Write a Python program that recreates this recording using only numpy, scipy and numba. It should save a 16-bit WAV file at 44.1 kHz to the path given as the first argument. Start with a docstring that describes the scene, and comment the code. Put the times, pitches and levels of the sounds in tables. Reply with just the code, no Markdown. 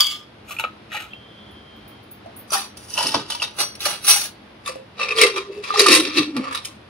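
"""A pressure cooker being closed in a small hard kitchen. A ladle taps and stirs the pot, bangles tinkle,
the lid and other cookware clatter at the counter, then the lid is slid into the pot and swung shut.
Knocks and rubbing are micro-impacts that ring the modes of each metal body. Jolts of the lid pump the
air in the pot, which booms lower as the gap closes. Behind: room noise, motor hums, a faint far whine."""
import sys
import numpy as np
from scipy import signal
from scipy.fft import rfft, irfft
from scipy.io import wavfile
from scipy.ndimage import uniform_filter1d
from numba import njit

SR = 44100
rng = np.random.default_rng(int(sys.argv[2]) if len(sys.argv) > 2 else 0)


def wav_out(sig):
    """Save sig, one row per channel (or a flat mono array), as 16-bit PCM at SR to the path in sys.argv[1]."""
    wavfile.write(sys.argv[1], SR, np.round(np.clip(np.atleast_2d(sig).T, -1, 1) * 32767).astype(np.int16))


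N = 303842


def from_db(db):
    """Decibels to gain."""
    return 10 ** (np.asarray(db) / 20)


def rms_one(x):
    """Scale to rms 1."""
    return x / np.sqrt(np.mean(x ** 2) + 1e-20)


def at_hz(points, hz):
    """Interpolate (frequency [Hz], value) rows on a log-frequency axis."""
    point_hz, values = np.transpose(points)
    return np.interp(np.log(hz + 1), np.log(point_hz), values)


def drift(rate_hz, size):
    """Straight lines between unit Gaussian knots."""
    knots = rng.standard_normal(int(size * rate_hz / SR) + 3)
    return np.interp(np.arange(size) * rate_hz / SR, np.arange(len(knots)), knots)


def swells(times_s, held_s, db, rise_db_per_s, fall_db_per_s):
    """One gain curve per gesture: rise, hold from its time, fall; silent 60 dB down."""
    t = np.arange(N) / SR - np.array(times_s)[:, None]
    past_hold_s = np.maximum(t - np.array(held_s)[:, None], 0)
    down_db = rise_db_per_s * np.maximum(-t, 0) + fall_db_per_s * past_hold_s
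    return from_db(np.array(db)[:, None] - down_db) * (down_db < 60)


def colour(x, spectrum):
    """Minimum-phase filter of unit power gain: nothing sounds before its cause."""
    log_gain = np.log(from_db(at_hz(spectrum, np.linspace(0, SR / 2, 2049))))
    cepstrum = irfft(log_gain)
    cepstrum[1:2048] *= 2
    cepstrum[2049:] = 0
    taps = irfft(np.exp(rfft(cepstrum)))
    return signal.oaconvolve(x, taps / np.linalg.norm(taps))[:x.shape[-1]]


def resonance(x, hz, width_hz):
    """Two-pole resonance, peak gain 1."""
    r = np.exp(-np.pi * width_hz / SR)
    gain = (1 - r * r) / 2
    return signal.lfilter([gain, 0, -gain], [1, -2 * r * np.cos(2 * np.pi * hz / SR), r * r], x)


@njit
def gliding_resonance(x, hz, width_hz):
    """Two-pole resonance with one centre frequency per sample."""
    r = np.exp(-np.pi * width_hz / SR)
    feedback = 2 * r * np.cos(2 * np.pi * hz / SR)
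    y = np.zeros(len(x))
    for i in range(2, len(x)):
        y[i] = (1 - r) * (x[i] - x[i - 2]) + feedback[i] * y[i - 1] - r * r * y[i - 2]
    return y


def crossover(x, hz):
    """Split into in-phase low and high bands."""
    filters = [signal.butter(2, hz, kind, fs=SR, output="sos") for kind in ("low", "high")]
    return [signal.sosfilt(np.tile(sos, (2, 1)), x) for sos in filters]


def contact(knocks, rubs, knock_db, lows_db, highs_db, rub_db, grains_per_s, rattle_s, spot_cycles):
    """Micro-impact force, sustained in rubs, a dying burst per knock; also each struck spot's ring."""
    envelopes = np.zeros((3, N))   # bass, mids, treble
    spots = np.zeros((2, N))
    if rubs:
        rub_s, held_s, db, bass_db, treble_db = np.transpose(rubs)
        scrapes = swells(rub_s, held_s, rub_db + db, rise_db_per_s=712.5, fall_db_per_s=213)
        hiss = swells(rub_s, held_s, rub_db + db + treble_db, rise_db_per_s=712.5, fall_db_per_s=250.5)
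        envelopes += [from_db(bass_db) @ scrapes, scrapes.sum(axis=0), hiss.sum(axis=0)]
        envelopes *= from_db(2 * drift(90, N) - 0.8)   # uneven rubbing
    t = np.arange(SR // 10) / SR
    burst = np.exp(-t / rattle_s) * (1 - np.exp(-t / 0.001))
    for s, db, hz, spot_db in knocks:
        span = slice(round(s * SR), round(s * SR) + len(t))
        # a knock takes the colour of the nearest rub
        *_, bass_db, treble_db = min(rubs, key=lambda row: abs(row[0] - s)) if rubs else (0, 0)
        bands_db = np.array([[lows_db + bass_db], [0], [highs_db + treble_db]])
        envelopes[:, span] += from_db(knock_db + db + bands_db) * burst
        side_phase = rng.normal(0, 0.65) * np.array([[1], [-1]])
        fade = np.exp(-t * hz / spot_cycles) * (1 - np.exp(-t / 0.00033))
        ring = np.sin(2 * np.pi * hz * t + side_phase) * fade
        chatter_db = 3.5 * drift(300, len(t))
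        spots[:, span] += from_db(db + spot_db + chatter_db) * ring
    sizes = from_db(2.98 * np.minimum(rng.exponential(1, N), 4)) * rng.choice([-1, 1], N)
    grains = rms_one(sizes * (rng.random(N) < grains_per_s / SR))
    grains[[round((s + 0.001) * SR) for s, *_ in knocks]] = 6.1   # first impact of each knock
    lows, rest = crossover(grains, hz=1500)
    mids, highs = crossover(rest, hz=6000)
    return np.sum(envelopes * [lows, mids, highs], axis=0), spots


def dense_modes(force, t60_s):
    """Countless weak modes: seven dying noise responses, fading in and out as the grip shifts."""
    t = np.arange(SR // 25) / SR
    out = 0
    for _ in range(7):
        response = rng.standard_normal(len(t)) + 1.7 * rng.standard_normal((2, len(t)))
        response *= from_db(-60 * t / t60_s)
        response[:, 0] = 0.093 * np.linalg.norm(response[0])   # direct crack
        response /= np.linalg.norm(response[0])
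        drive = force * from_db(5.6 * drift(7.06, len(force)) - 11.5)
        out = out + signal.oaconvolve([drive], response, axes=1)[:, :len(force)]
    return out


def body(touch, modes, clatter, ring_db, left_db, clatter_t60_s):
    """Clear modes over dense clatter; a blow near a mode's pitch drives it most."""
    force, spots = touch
    busy = np.flatnonzero(force)
    span = slice(busy[0], min(N, busy[-1] + SR // 4))
    force = force[span] + 1e-18
    out = spots.copy()
    out[:, span] += dense_modes(colour(force, clatter), clatter_t60_s)
    for hz, width_hz, db in modes:
        drive = force * from_db(3.5 * drift(10.44, len(force)))   # the contact point wanders
        ring = resonance(drive + 0.039 * spots[0, span], hz, width_hz)
        side_db = rng.normal(0, 2.2) * np.array([[1], [-1]])
        out[:, span] += from_db(ring_db + db + side_db) * [ring, np.roll(ring, rng.integers(-4, 5))]
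    return out * from_db([[left_db / 2], [-left_db / 2]])


def ladle_taps():
    """The ladle knocks on the rim and the pot rings."""
    # blows: (time [s], level [dB], spot pitch [Hz], spot ring re level [dB])
    knocks = [(0.0055, 1, 3404, -5.5), (0.029, -22.5, 3300, -2), (0.045, -30, 3480, 2),
              (0.0676, -17, 3260, 3)]
    # scrapes: (time [s], hold [s], level [dB], bass re mids [dB], treble re mids [dB])
    rubs = [(0, 0.0058, -8.5, 4.5, -1), (.1, 0.018, -23, -2.5, -5)]
    # pot modes: (frequency [Hz], width [Hz], level [dB])
    modes = [(1208, 10, -12), (3290, 8.9, -5.5), (3120, 27, -16), (4620, 12, -11), (4800, 25.1, -11.5),
             (5080, 58, -20), (2246, 18, -22.5), (2635, 20, -23), (3365, 43, -9.5), (6800, 20, -25.5),
             (9110, 30, -26)]
    # dense-mode spectrum: (frequency [Hz], level [dB])
    clatter = [(180, -64), (500, -38.5), (1190, -28), (2460, -19.5), (3320, -12), (3790, -25), (11500, -27),
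               (15800, -36.5)]
    touch = contact(knocks, rubs, knock_db=-4, lows_db=-26, highs_db=6.5, rub_db=-9.5,
                    grains_per_s=4600, rattle_s=0.00169, spot_cycles=18)
    return body(touch, modes, clatter, ring_db=29.5, left_db=0.5, clatter_t60_s=0.0038)


def room_tone():
    """Steady house and street noise, alike on both sides in the bass."""
    # noise spectrum: (frequency [Hz], level [dB])
    spectrum = [(15, -53.5), (28, -46), (60, -10.5), (100, -6.5), (160, -11.5), (316, -10.5), (600, -13),
                (2030, -20.5), (3390, -22.5), (5000, -30.5), (7500, -48.5), (9000, -43.5), (10800, -40),
                (12500, -52.5), (15800, -61)]
    # left-right likeness: (frequency [Hz], correlation [ratio])
    likeness = [(60, 0.99), (250, 0.98), (550, 0.17), (1650, 0.12), (4970, 0.078), (15000, 0.29)]
    hz = np.fft.rfftfreq(N, 1 / SR)
    mid, side = rfft(rng.standard_normal((2, N))) * from_db(at_hz(spectrum, hz))
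    alike = at_hz(likeness, hz)
    noise = irfft(np.sqrt(1 + alike) * mid + np.sqrt(1 - alike) * side * [[1], [-1]], N)
    return from_db(-45.5 + drift(4.7, N)) * rms_one(noise)


def motor_hums():
    """Narrow wavering noise bands from motors in the house."""
    # hums: (frequency [Hz], width [Hz], level [dB])
    bands = [(111, 25, -58.5), (209.7, 9.6, -54.5), (313, 12, -59), (11600, 150, -100.5)]
    return sum(from_db(db) * rms_one(resonance(rng.standard_normal(N), hz, width_hz))
               for hz, width_hz, db in bands)


def ladle_stirring():
    """The ladle scrapes and bumps the pot as it stirs."""
    # blows: (time [s], level [dB], spot pitch [Hz], spot ring re level [dB])
    knocks = [(0.5077, -35, 1176, 3.5), (0.5657, -35, 2470, 11), (0.5864, -21, 2670, -2),
              (0.596, -10.5, 900, -19.5), (0.607, -24, 3900, -5), (0.6385, -13, 1275, -4),
              (0.647, -25.5, 1293, 1), (0.918, -30, 1880, -2), (0.945, -32.5, 840, 0.5),
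              (0.951, -23, 2500, -7), (0.9702, -34, 1866, 8), (1.0012, -23.5, 2510, -14),
              (1.1345, -45.5, 2690, 13.5)]
    # scrapes: (time [s], hold [s], level [dB], bass re mids [dB], treble re mids [dB])
    rubs = [(0.494, 0.03, -36, -1, 13.5), (.6, .003, -40.5, 1, 10.5), (.64, 0.004, -44.5, 9, -25),
            (0.925, 0.016, -32, -3.5, 1), (0.955, 0.015, -30, -2, 0.5), (1.01, 0.0089, -44.5, 2, 14)]
    # ladle and pot modes: (frequency [Hz], width [Hz], level [dB])
    modes = [(890, 58, -22), (1324, 55, -10), (1895, 83, -11.5), (2550, 130, -6.5), (3300, 63, -12),
             (3810, 120, -11.5)]
    # dense-mode spectrum: (frequency [Hz], level [dB])
    clatter = [(290, -41), (500, -15), (1090, -9), (1280, -4), (1610, -11.5), (2560, -0.5), (4000, -19),
               (5500, -28), (9000, -27.5), (15800, -34.5)]
    touch = contact(knocks, rubs, knock_db=-7.5, lows_db=-4, highs_db=-3, rub_db=-3,
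                    grains_per_s=3400, rattle_s=0.0047, spot_cycles=17)
    return body(touch, modes, clatter, ring_db=15, left_db=-1.5, clatter_t60_s=0.018)


def far_whine():
    """A few faint, close, wavering tones that hold, then fade."""
    # tones: (frequency [Hz], level [dB])
    lines = [(3165, -58), (3305, -66), (3402, -56), (3480, -64)]
    tones = 0
    for hz, db in lines:
        gain = from_db(db + 5.6 * drift(5.3, N))
        tones = tones + gain * rms_one(resonance(rng.standard_normal(N), hz, width_hz=5.1))
    return tones * swells(times_s=[1.12], held_s=[0.66], db=[0], rise_db_per_s=500, fall_db_per_s=53)[0]


def bangles():
    """Bangles clink and ring in high, narrow modes."""
    # clinks: (time [s], level [dB], spot pitch [Hz])
    clinks = [(1.5085, -66, 10570), (1.759, -71, 15300), (1.8765, -55.5, 10500), (2.029, -64, 14500),
              (2.1092, -49, 11050), (2.362, -43, 10410), (2.385, -51, 14920)]
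    # bangle modes: (frequency [Hz], width [Hz], level [dB])
    modes = [(9340, 25, -17), (10600, 9.7, -1), (11050, 10, -8), (11600, 20, -20.5), (12700, 12, -11),
             (13870, 25, -13), (14490, 16, -10), (14920, 12, -0.5)]
    # dense-mode spectrum: (frequency [Hz], level [dB])
    clatter = [(5000, -104), (9000, -19), (15000, 2)]
    knocks = [(s, db, hz, -3) for s, db, hz in clinks]   # spot ring 3 dB down
    touch = contact(knocks, [], knock_db=-6, lows_db=14, highs_db=11.5, rub_db=0,
                    grains_per_s=1800, rattle_s=0.0075, spot_cycles=200)
    return body(touch, modes, clatter, ring_db=34.5, left_db=-1.5, clatter_t60_s=0.033)


def counter_thuds():
    """Dull pushes through the counter: short bursts of low noise."""
    # thuds: (time [s], level [dB], upper band edge [Hz])
    pushes = [(1.951, -42, 131), (3.044, -29, 480), (3.148, -25, 476), (5.9, -28, 252), (6.188, -31.5, 250),
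              (6.37, -36, 247)]
    out = np.zeros(N)
    t = np.arange(SR // 5) / SR
    for s, db, top_hz in pushes:
        band = signal.butter(3, [120, top_hz], "band", fs=SR, output="sos")
        dull = rms_one(signal.sosfilt(band, rng.standard_normal(len(t))))
        out[round(s * SR):][:len(t)] += from_db(db) * dull * np.exp(-t / 0.04)
    return out


def lid_on_counter():
    """The loose lid knocks, scrapes and rings as it is fetched from the counter."""
    # blows: (time [s], level [dB], spot pitch [Hz], spot ring re level [dB])
    knocks = [(2.2594, -53.5, 676, 16.5), (2.505, -41, 5900, 18), (2.52, -24, 629, -8.5),
              (2.535, -25.5, 1310, 1), (2.542, -31, 4470, 10), (2.55, -24.5, 787, 3.5),
              (2.57, -28, 1826, 3.5), (3.5855, -27, 4300, -3.5), (3.6027, -22, 4350, -1.5),
              (3.612, -32.5, 583, -3), (3.7514, -30.5, 5430, -1.5), (3.8047, -22, 4000, -4),
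              (3.8536, -13, 4500, -10.5), (3.86, -23.5, 590, -3), (4.0457, -21.5, 5740, -8.5),
              (4.0785, -9.5, 807, -14.5), (4.098, -11.5, 9900, 0.5), (4.107, -12, 4430, 4.5),
              (4.16, -25.5, 816, -3)]
    # scrapes: (time [s], hold [s], level [dB], bass re mids [dB], treble re mids [dB])
    rubs = [(2.535, 0.013, -20.5, 3, 7), (3.601, 0.014, -23, 4.5, 7), (3.815, 0.015, -29.5, -15, 3),
            (3.86, 0.033, -23, 1.5, 4), (3.93, 0.0073, -39.5, -8.5, -7.5), (4.04, 0.024, -31.5, -7.5, 8.5),
            (4.093, 0.021, -14.5, -6, 11), (4.158, 0.046, -37.5, -6, 12.5)]
    # loose-lid modes: (frequency [Hz], width [Hz], level [dB])
    modes = [(608, 45, -12), (800, 44, -12.5), (1060, 180, -13.5), (2520, 98, -8.5), (3050, 82, -7.5),
             (3320, 9, -4), (3710, 54, -10.5), (5315, 14, -4), (4476, 11, 11.5), (5787, 11, 7.5),
             (5840, 16, 4), (6610, 14, -8), (7190, 10, -6.5), (8450, 12, -2), (8720, 14, -1.5),
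             (9300, 14, -3), (9880, 25, -7.5), (10130, 14, -6.5), (10800, 18, -5), (11140, 60, -9.5)]
    # dense-mode spectrum: (frequency [Hz], level [dB])
    clatter = [(100, -59.5), (180, -38.5), (300, -13), (990, 5), (1630, -3.5), (2800, 0), (4400, 0.5),
               (5930, -4), (7600, -17.5), (10200, -4), (12500, -17), (13400, -41.5), (15800, -11)]
    touch = contact(knocks, rubs, knock_db=-5, lows_db=1.5, highs_db=2, rub_db=-3.5,
                    grains_per_s=3000, rattle_s=0.0048, spot_cycles=14.4)
    return body(touch, modes, clatter, ring_db=9.5, left_db=-0.3, clatter_t60_s=0.037)


def cookware():
    """Other cookware knocks and scrapes as it is shifted aside."""
    # blows: (time [s], level [dB], spot pitch [Hz], spot ring re level [dB])
    knocks = [(2.77, -38, 5780, -14), (2.9045, -49, 5870, 18), (2.939, -31.5, 5800, 15.5),
              (2.976, -20, 2700, 1), (3.027, -19, 2820, -4), (3.068, -16, 5170, 7.5),
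              (3.1198, -24, 5260, 6), (3.1415, -8, 1097, -11.5), (3.144, -16, 5270, 3),
              (3.3007, -13, 3770, -11), (3.32, -18.5, 3030, -4), (3.3488, -18, 953, -8.5),
              (3.399, -28.5, 2890, 4), (3.419, -9, 2650, -8.5), (3.438, -18, 3740, 3)]
    # scrapes: (time [s], hold [s], level [dB], bass re mids [dB], treble re mids [dB])
    rubs = [(2.78, 0.11, -56.5, 9.5, 14), (2.91, 0.041, -39.5, -3, 10), (2.98, 0.054, -23, 9, 0),
            (3.07, 0.019, -28, -25.5, 3), (3.15, 0.011, -27, 9, -14.5), (3.3, 0.046, -33, 0, -3),
            (3.424, 0.0089, -27, 2.5, -6)]
    # cookware modes: (frequency [Hz], width [Hz], level [dB])
    modes = [(954, 90, -9.5), (1870, 89, -15), (2700, 80, -4), (2990, 140, 1.5), (3720, 56, -1),
             (5040, 60, -3), (5260, 50, -8), (5840, 16, 4.5), (8800, 120, -12), (10400, 49, -11.5),
             (11100, 71, -12)]
    # dense-mode spectrum: (frequency [Hz], level [dB])
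    clatter = [(180, -44), (330, -12), (1000, -1), (2000, -12), (3100, 1), (5300, -1), (7600, -15.5),
               (10200, -2), (13400, -32), (15800, -13)]
    touch = contact(knocks, rubs, knock_db=-7.5, lows_db=0.5, highs_db=2.5, rub_db=-2.5,
                    grains_per_s=2500, rattle_s=0.0047, spot_cycles=14.6)
    return body(touch, modes, clatter, ring_db=10.5, left_db=-1, clatter_t60_s=0.033)


def lid_on_rim():
    """The lid slides into the pot and swings shut, rubbing and knocking on the rim."""
    # blows: (time [s], level [dB], spot pitch [Hz], spot ring re level [dB])
    knocks = [(4.66, -25, 3630, 0), (4.676, -27, 1163, -1.5), (4.69, -32, 514.4, 2),
              (4.757, -40.5, 526, 9.5), (4.9951, -27, 1183, 0), (5.0134, -24.5, 2640, 5.5),
              (5.0303, -12, 2580, -6.5), (5.0458, -23, 2610, 2), (5.0847, -16, 2560, -4),
              (5.108, -27.5, 2600, 11), (5.1201, -25, 2500, 4), (5.163, -17, 4630, -6),
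              (5.1857, -19.5, 3260, 7), (5.2125, 6.5, 2200, -13.5), (5.2205, -6, 2310, -5),
              (5.2344, 0.5, 2083, -7.5), (5.3605, -21, 3900, -9), (5.3742, -15, 1306, -12),
              (5.6379, -18, 1346, -15.5), (5.7043, -23.5, 1210, 5), (5.7394, -18, 811, -5),
              (5.7581, -22.5, 1203, 5), (5.769, -12, 5420, -13), (5.7936, 4.5, 3946, -9),
              (5.8616, 0.5, 1212, -11), (5.882, 1, 1124, -24), (5.9, -20, 1184, -2),
              (5.917, -8, 10600, -19), (5.9477, 1.5, 1175, -32), (6.049, -10, 2480, -20),
              (6.1721, -10.5, 3730, -8), (6.1902, -26, 1113, -6), (6.3644, -17, 852, -20),
              (6.4396, -28.5, 1240, -2), (6.4712, -32.5, 1203, 5), (6.51, -33, 1217, 8),
              (6.525, -21.5, 1694, -7.5), (6.5475, -18, 3780, -6.5), (6.5745, -32.5, 3806, 9),
              (6.648, -26, 3070, -4.5)]
    # scrapes: (time [s], hold [s], level [dB], bass re mids [dB], treble re mids [dB])
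    rubs = [(4.673, 0.017, -35, 6.5, 2.5), (4.997, 0.13, -35.5, 8, -14), (5.185, 0.061, -18.5, -1.5, -4),
            (5.367, 0.014, -30, 4.5, -9), (5.53, 0.15, -50.5, 6, -3), (5.65, 0.071, -39, 3, -11),
            (5.74, 0.04, -31, 0, -15), (5.802, 0.011, -17.5, -0.5, 0.5), (5.865, 0.03, -22.5, 1, -5.5),
            (5.93, 0.036, -19, 1, 4.5), (6.07, 0.13, -37, 0.5, -23), (6.155, 0.013, -35.5, 0, 1),
            (6.177, 0.015, -26.5, -2.5, -5), (6.368, 0.0044, -41, 13, -7.5), (6.44, 0.1, -46, 13.5, -13),
            (6.549, 0.0078, -42, -3, -2), (6.657, 0.0035, -47, -1, 11.5)]
    # seated-lid modes: (frequency [Hz], width [Hz], level [dB])
    modes = [(1062, 15, -5.5), (1193, 22, 0.5), (2070, 15.4, -13), (2250, 31, -14), (2407, 24, -2),
             (2615, 123, -3.5), (3226, 42, -6.5), (3914, 35, -3.5), (4590, 77, -7.5), (5410, 57, -4.5),
             (5810, 55, -9), (6420, 110, -13.5), (8550, 150, -14.5), (10360, 120, -16.5)]
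    # dense-mode spectrum: (frequency [Hz], level [dB])
    clatter = [(100, -64), (290, -27), (500, 5.5), (667, -13.5), (1190, 1.5), (1780, -6), (2060, -5.5),
               (2910, -1), (3890, 0.5), (5600, -6.5), (7400, -19.5), (8500, -9), (10700, -9.5),
               (12600, -24.5), (15800, -43.5)]
    touch = contact(knocks, rubs, knock_db=-13, lows_db=-7, highs_db=6.5, rub_db=-0.3,
                    grains_per_s=2400, rattle_s=0.0061, spot_cycles=20)
    return body(touch, modes, clatter, ring_db=16, left_db=-1, clatter_t60_s=0.023)


def cavity_boom():
    """Jolts of the lid pump the air in the pot; the gap at the rim narrows and the boom sinks."""
    # air resonance: (time [s], pitch [Hz])
    pitch = [(5.0, 436), (5.3, 438), (5.37, 383), (5.5, 396), (5.82, 425), (5.9, 335), (5.95, 324),
             (6.3, 300.6), (6.38, 261.7)]
    # lid jolts: (time [s], hold [s], level [dB])
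    jolts = [(5.0, .005, -51), (5.04, 0.012, -43), (5.111, 0.0077, -35), (5.144, 0.0043, -55),
             (5.186, 0.013, -23.5), (5.234, 0.017, -14), (5.295, 0.0053, -31), (5.36, 0.04, -28.5),
             (5.501, 0.0029, -29.5), (5.58, 0.021, -31), (5.7, 0.034, -42.5), (5.796, 0.035, -16.5),
             (5.888, 0.048, -17), (5.996, 0.0091, -17.5), (6.075, 0.011, -27.5), (6.184, 0.02, -16.5),
             (6.279, 0.017, -28), (6.361, 0.041, -23), (6.49, 0.022, -41)]
    hz = np.interp(np.arange(N) / SR, *np.transpose(pitch))
    boom = rng.standard_normal(N) * from_db(1.9 * drift(60, N))
    for width_hz in (21, 150):   # the wider stage darkens the skirts
        boom = gliding_resonance(boom, hz, width_hz)
    boom /= np.sqrt(uniform_filter1d(boom ** 2, size=900) + 1e-20)   # even out the level
    return boom * swells(*np.transpose(jolts), rise_db_per_s=494, fall_db_per_s=431).sum(axis=0)


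def kitchen(x):
    """Diffuse wall reflections: a noise tail per side, dying octave by octave."""
    # reverberation: (frequency [Hz], T60 [s])
    t60 = [(300, 0.15), (3000, 0.24), (12000, 0.11)]
    t = np.arange(SR // 2) / SR
    white = rng.standard_normal((2, len(t)))
    tail = 0
    for low_hz in 150 * 2.0 ** np.arange(7):
        octave = signal.butter(2, [low_hz, 2 * low_hz], "band", fs=SR, output="sos")
        tail = tail + signal.sosfilt(octave, white) * from_db(-60 * t / at_hz(t60, 1.5 * low_hz))
    tail *= t > 0.004   # first wall
    return signal.oaconvolve(x, tail / np.linalg.norm(tail[0]), axes=1)[:, :N]


def gain_control(x, threshold_db=-22.5, cut_share=0.11, recovery_db_per_s=2.5):
    """Loud sounds turn the gain down a little; it creeps back."""
    level_db = 10 * np.log10(uniform_filter1d(np.mean(x ** 2, axis=0), size=441) + 1e-12)
    excess_db = np.maximum(level_db - threshold_db, 0)
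    ramp_db = recovery_db_per_s * np.arange(N) / SR
    cut_db = np.maximum.accumulate(cut_share * excess_db + ramp_db) - ramp_db
    return x * from_db(-uniform_filter1d(cut_db, size=441))


def scene():
    """Stereo metal; centred boom, thuds, whine and hums; their reflections; room tone."""
    metal = ladle_taps() + ladle_stirring() + bangles() + lid_on_counter() + cookware() + lid_on_rim()
    metal *= from_db(3.5)
    centred = from_db(2) * (cavity_boom() + counter_thuds()) + far_whine() + motor_hums()
    reflections = from_db(-11) * kitchen(metal + 0.36 * centred)
    return metal + centred + reflections + room_tone()


def record(dry, right_lag_s=3e-5, cutoff_hz=15700):
    """Delay the right side, duck the gain, clip the peaks, cut the top."""
    hz = np.fft.rfftfreq(N, 1 / SR)
    right = irfft(rfft(dry[1]) * np.exp(-2j * np.pi * hz * right_lag_s), N)
    ducked = gain_control(np.array([dry[0], right]))
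    lowpass = signal.ellip(10, 0.5, 70, cutoff_hz, fs=SR, output="sos")
    return signal.sosfilt(lowpass, np.clip(ducked, -1, 1))


dry = scene()
out = record(dry)
wav_out(out)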